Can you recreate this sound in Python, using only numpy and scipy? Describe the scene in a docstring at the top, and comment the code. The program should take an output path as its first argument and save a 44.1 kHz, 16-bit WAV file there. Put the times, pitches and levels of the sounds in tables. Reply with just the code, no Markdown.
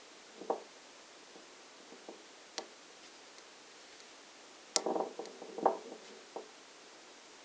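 """In a small room, close to a camera, a hand-held magnet nudges a thick copper ring along a wooden table.
The ring bumps and rolls over the wood, and the table top answers with thuds and a low rumble.
The magnet clicks against the copper and rubs it faintly. Nearby surfaces throw each hit straight back,
the room rings briefly, and the microphone hisses underneath."""
import sys
import numpy as np
from scipy import signal
from scipy.fft import rfft, irfft, next_fast_len
from scipy.io import wavfile
from scipy.ndimage import map_coordinates

SR = 44100
rng = np.random.default_rng(int(sys.argv[2]) if len(sys.argv) > 2 else 0)


def materialize(psi):
    """Save the field psi as 16-bit PCM at rate SR to the path in sys.argv[1].

    A 1-D psi becomes a single channel; in a 2-D psi each row is a channel.
    """
    bounded = np.clip(np.atleast_2d(psi).T, -1, 1)
    quanta = np.round(bounded * 32767).astype(np.int16)
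    wavfile.write(sys.argv[1], SR, quanta)


N = 328306


# tone of the noise bed: f/Hz, level/dB
HISS_SPECTRUM = [(25, -24), (120, -22), (200, -10.5), (290, -1.5), (430, 0), (700, -3.5), (1400, -6.5),
                 (3000, -8.5), (6300, -9), (7500, -12), (8600, -20.5), (9300, -29), (9900, -41)]

def hiss(rms_db=-56.5):
    """A steady bed of microphone hiss and room air."""
    return amp(rms_db) * noise(HISS_SPECTRUM)


# tone of the table top's first push: f/Hz, level/dB
THUD_SPECTRUM = [(40, -30.5), (130, -26), (190, 0.8), (330, 10.5), (470, 9), (630, 11.5), (790, 4.5),
                 (950, 3.5), (1100, -3.5), (1190, -7), (1420, -18), (1680, -15), (2400, -40), (5000, -57)]
# the table top's modes: f/Hz, level/dB, t60/s
WOOD_MODES = [(185, 4, 0.28), (219.7, 5, .27), (254, 7, 0.17), (325, -13, 0.24), (382.5, 10.5, 0.24),
              (430, 5.5, 0.38), (461, 14, 0.12), (549, -0.5, 0.35), (631, 4.5, 0.17), (655, -6, 0.13),
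              (774.5, 21.5, 0.12), (907, 19, 0.09), (1101, 12, .12)]
# bands where the table's bending waves arrive late: f/Hz, width/Hz
BENDING_BANDS = [(413, 7.5), (308, 230), (818, 350), (958, 120)]
# slap from the table's edges and nearby surfaces: delay/s, gain
KNOCK_SLAPS = [(.00617, 1.39), (0.0149, 0.73), (0.081, .14)]
# the ring bumps the wood: t/s, level/dB, hardness as treble/dB, struck spot's f/Hz, ringing/dB
KNOCK_CUES = [(0.378, -45.5, -14, 465, -1), (0.411, -32, -19, 410, -5.5), (0.4992, -17.5, 7, 478, 0.5),
              (0.612, -45.5, 2, 387, 1), (1.354, -39.5, -11, 325, -3), (1.8, -47.5, -18, 325, 1),
              (1.92, -41, -17, 255, 1.5), (2.085, -31.7, -7.2, 664, -0.5), (2.5829, -30, 0.5, 630, 2),
              (4.7628, -22.5, 3, 640, 0.5), (4.788, -36, -1, 780, 3), (4.8609, -19, 0, 385, -4.5),
              (4.885, -26, 3, 255, 0), (4.901, -21, 3, 255, 1), (4.91, -29, -14, 645, -20),
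              (4.9543, -18, -0.5, 653, -3.3), (4.9989, -20, 6, 396, 0.5), (5.06, -32, -11.5, 462, -1.5),
              (5.108, -41, -7, 787, -11.5), (5.1907, -28, -3, 445, 0.2), (5.269, -35.5, -9, 780, -6.5),
              (5.417, -32, -4.5, 433, -1), (5.489, -37.5, -17.5, 425, -4), (5.5796, -29, -8, 470, 1.5),
              (5.626, -24.5, -22.5, 330, -1.5), (5.6557, -11, 16.5, 418, -0.5), (5.75, -33.5, -8, 430, -2),
              (5.893, -40.5, -15, 328, -7), (5.917, -34, -11.5, 427, 0), (6.3594, -27.5, 3, 420, 1)]

def knocks():
    """Each bump pushes the table top: a thud carries into the room and the wood rings on."""
    air_db, wood_db, bus_db = 0.5, -51.5, -9
    track = np.zeros(N)
    for s, db, hardness_db, spot_hz, ringing_db in KNOCK_CUES:
        push = amp(db) * pulse(THUD_SPECTRUM, hardness_db, low_hz=248, high_hz=940)
        air = amp(air_db) * reflected(room(tail_db=-9.5, build_s=0.0067), KNOCK_SLAPS)
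        wood = amp(wood_db + ringing_db) * ringing(struck_at(WOOD_MODES, spot_hz))
        add(track, s, signal.fftconvolve(push, air + wood))
    for hz, width_hz in BENDING_BANDS:
        track = dispersed(track, hz, width_hz)
    return amp(bus_db) * track


# a rolling contact is soft, so the low modes speak most: f/Hz, level/dB
ROLL_EQ = [(220, 0.5), (370, -7), (450, -1.5), (650, -10.5), (800, -16.5)]
# the ring rolls from a nudge until it slows: t/s, hold/s, level/dB
ROLL_CUES = [(0.39, 0.12, -57), (1.93, 0.21, -64), (4.86, 0.23, -52), (5.15, 0.744, -55.5),
             (6.0, 0.17, -59)]

def rolling():
    """The grain of the wood shakes the table top's modes under the rolling ring."""
    grain = noise(THUD_SPECTRUM) * flutter(depth_db=3, knots_per_s=35)
    body = signal.fftconvolve(grain, ringing(WOOD_MODES))[:N]
    rumble = filtered(body, lambda hz: amp(curve(ROLL_EQ, hz)))
    return swells(ROLL_CUES, attack_s=0.074, release_s=0.099) * unit_rms(rumble)


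# tone of metal on metal: f/Hz, level/dB
CLACK_SPECTRUM = [(40, -37), (150, -25), (600, -6.5), (1400, -15), (2050, -3), (2700, -14), (3500, -4.5),
                  (4300, -0.5), (5500, 0), (7000, -4.5), (8700, -18.5), (10000, -31.5), (15000, -40.5)]
# the faint ring-out after a click: f/Hz, level/dB, t60/s
CLINK_MODES = [(1143, -38.5, 0.2), (1340, -39.5, 0.097), (2025, -38.5, 0.12), (4140, -45, 0.089),
               (4350, -42, .09), (4960, -47, 0.083), (6590, -38, 0.069)]
# slap from the table's edges and nearby surfaces: delay/s, gain
CLICK_SLAPS = [(.0011, 0.055), (.0047, .1), (.0056, .1), (.021, 0.027)]
# the magnet hits the copper: t/s, level/dB, hardness as treble/dB, rebound delay/ms, rebound gain,
# first reflection's delay/ms, struck spot's f/Hz
CLICK_CUES = [(2.5811, -18, -6, 0.67, 0.35, 3.5, 1122), (3.3839, -35.5, 1, 0.48, 0.7, 3.8, 4040),
              (4.0033, -36, 3, 0.48, 0.58, 3.9, 4040), (4.7615, -5.5, 10.5, 0.38, 0.089, 2.8, 1320),
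              (5.2555, -31, 0, .48, 0.56, 3.2, 1900)]

def clicks(wall_gain=0.54):
    """Metal meets metal and rebounds within a millisecond, which colours the click; a clink rings out."""
    track = np.zeros(N)
    for s, db, hardness_db, rebound_ms, rebound_gain, wall_ms, spot_hz in CLICK_CUES:
        clack = pulse(CLACK_SPECTRUM, hardness_db, low_hz=3520, high_hz=7800)
        clack = reflected(clack, [(rebound_ms / 1000, rebound_gain)])
        clack = reflected(clack, [(wall_ms / 1000, wall_gain)])
        add(track, s, amp(db) * signal.fftconvolve(clack, room(tail_db=-18, build_s=0.0228)))
        add(track, s, amp(db) * ringing(struck_at(CLINK_MODES, spot_hz)))
    return reflected(dispersed(track, hz=5580, width_hz=820), CLICK_SLAPS)


# tone of the scrape: f/Hz, level/dB
SCRAPE_SPECTRUM = [(1000, -22.5), (1800, -8.5), (3000, -10.5), (4200, -11), (5900, -11.5), (7500, -14.5),
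                   (10000, -43)]
# glide of the scrape's whistle: t/s, f/Hz
WHISTLE_GLIDE = [(3.05, 5200), (3.15, 4950), (3.26, 4830), (3.38, 4230), (3.899, 4440), (4.12, 4650),
                 (6.05, 5000)]
# the magnet rubs the copper: t/s, hold/s, level/dB, whistle against scrape/dB
RUB_CUES = [(3.037, 0.027, -59.5, -15), (3.14, 0.15, -67, 0), (3.7, 0.418, -65.5, -8),
            (6.04, 0.036, -60, -25)]

def rubbing(whistle_width_hz=560):
    """A faint, uneven scrape with a thin whistle that glides as the magnet slides over the ring."""
    pitch_hz = np.interp(np.arange(N) / SR, *np.transpose(WHISTLE_GLIDE))
    narrow_noise = filtered(rng.standard_normal(N), lambda hz: np.exp(-(2 * hz / whistle_width_hz) ** 2))
    whistle = unit_rms(narrow_noise * np.cos(2 * np.pi * np.cumsum(pitch_hz) / SR))
    scrape = noise(SCRAPE_SPECTRUM)
    track = np.zeros(N)
    for s, hold_s, db, whistle_db in RUB_CUES:
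        envelope = swells([(s, hold_s, db)], attack_s=0.019, release_s=0.042)
        track += envelope * unit_rms(scrape + amp(whistle_db) * whistle)
    return flutter(depth_db=3.1, knots_per_s=25) * track


# the small room's decay: f/Hz, t60/s
ROOM_DECAY = [(200, 0.28), (500, 0.32), (900, 0.34), (1700, 0.336), (5000, 0.1), (10000, 0.097)]

def room(tail_db, build_s):
    """The direct path plus a fresh diffuse tail that builds up, then dies fastest in the treble."""
    length = SR // 2
    hz, t, bands = signal.stft(rng.standard_normal(length), SR, nperseg=256)
    decay = amp(-60 * t / curve(ROOM_DECAY, hz)[:, None])
    tail = signal.istft(bands * decay, SR, nperseg=256)[1][:length]
    tail *= 1 - np.exp(-(np.arange(length) / SR / build_s) ** 2)
    return signal.unit_impulse(length) + amp(tail_db) * tail / np.linalg.norm(tail)


def pulse(spectrum, hardness_db, low_hz, high_hz, size=4096):
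    """A transient of peak 1; hardness shelves its treble up or down, sloping from low_hz to high_hz."""
    hz = np.fft.rfftfreq(size, 1 / SR)
    shelf_db = curve([(low_hz, 0), (high_hz, hardness_db)], hz)
    cepstrum = irfft(np.log(amp(curve(spectrum, hz) + shelf_db)))
    # minimum phase packs the energy into the attack
    folded = cepstrum[:size // 2] * np.r_[1, np.full(size // 2 - 1, 2)]
    push = irfft(np.exp(rfft(folded, size)))
    return push / np.abs(push).max()


def reflected(x, echoes):
    """x with delayed copies, which comb its spectrum."""
    return x + sum(gain * np.pad(x, (round(delay_s * SR), 0))[:len(x)] for delay_s, gain in echoes)


def struck_at(modes, spot_hz, lift_db=8, width_octaves=0.092):
    """The struck spot lifts the modes near one pitch."""
    return [(hz, db + lift_db * np.exp(-(np.log2(hz / spot_hz) / width_octaves) ** 2), t60)
            for hz, db, t60 in modes]


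def ringing(modes):
    """Decaying modes; their strengths change by about 1 dB from hit to hit."""
    t = np.arange(SR // 2) / SR
    hz, db, t60 = np.transpose(modes)[:, :, None]
    gain = amp(db + rng.standard_normal(db.shape))
    decay = np.exp(-np.log(1000) * t / t60)
    return np.sum(gain * decay * np.cos(2 * np.pi * hz * t), axis=0)


def dispersed(x, hz, width_hz):
    """An all-pass: energy near hz arrives late, which smears the attack."""
    return x - 2 * signal.lfilter(*signal.iirpeak(hz, hz / width_hz, fs=SR), x)


def swells(cues, attack_s, release_s):
    """An envelope: each cue swells up to its start time, holds and dies away."""
    t = np.arange(N) / SR
    start_s, hold_s, db = np.transpose(cues)[:, :, None]
    fade_in = np.maximum(start_s - t, 0) / attack_s
    fade_out = np.maximum(t - start_s - hold_s, 0) / release_s
    return np.max(amp(db) * np.exp(-fade_in - fade_out), axis=0)


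def flutter(depth_db, knots_per_s):
    """A gain that wanders smoothly at random."""
    knots = rng.standard_normal(int(N * knots_per_s / SR) + 4)
    return amp(depth_db * map_coordinates(knots, [np.arange(N) * knots_per_s / SR]))


def noise(spectrum):
    """Coloured noise of rms 1."""
    return unit_rms(filtered(rng.standard_normal(N), lambda hz: amp(curve(spectrum, hz))))


def filtered(x, response):
    """x through a zero-phase EQ of gain response(hz)."""
    size = next_fast_len(len(x) + SR // 2)
    return irfft(rfft(x, size) * response(np.fft.rfftfreq(size, 1 / SR)), size)[:len(x)]


def curve(points, hz):
    """Breakpoints read on a log frequency axis."""
    point_hz, values = np.transpose(points)
    return np.interp(np.log(hz + 1), np.log(point_hz + 1), values)


def amp(db):
    """Decibels to gain."""
    return 10 ** (np.asarray(db) / 20)


def unit_rms(x):
    """x at rms 1."""
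    return x / np.sqrt(np.mean(x ** 2) + 1e-20)


def add(track, s, sound):
    """Mix a sound into the track at time s."""
    start = round(s * SR)
    track[start:start + len(sound)] += sound[:N - start]


def scene():
    """Wood, metal and hiss in one mono mix."""
    return (knocks() + clicks() + rolling() + rubbing() + hiss())[None]


def record(dry):
    """The camera has a narrow dip at 8 kHz and lets only a trace through above its band limit."""
    dipped = signal.lfilter(*signal.iirnotch(8000, Q=18, fs=SR), dry)
    main_band = signal.sosfilt(signal.butter(10, 9825, fs=SR, output="sos"), dipped)
    wide_band = signal.sosfilt(signal.butter(10, 15500, fs=SR, output="sos"), dipped)
    return main_band + amp(-22) * wide_band


dry = scene()
out = record(dry)
materialize(out)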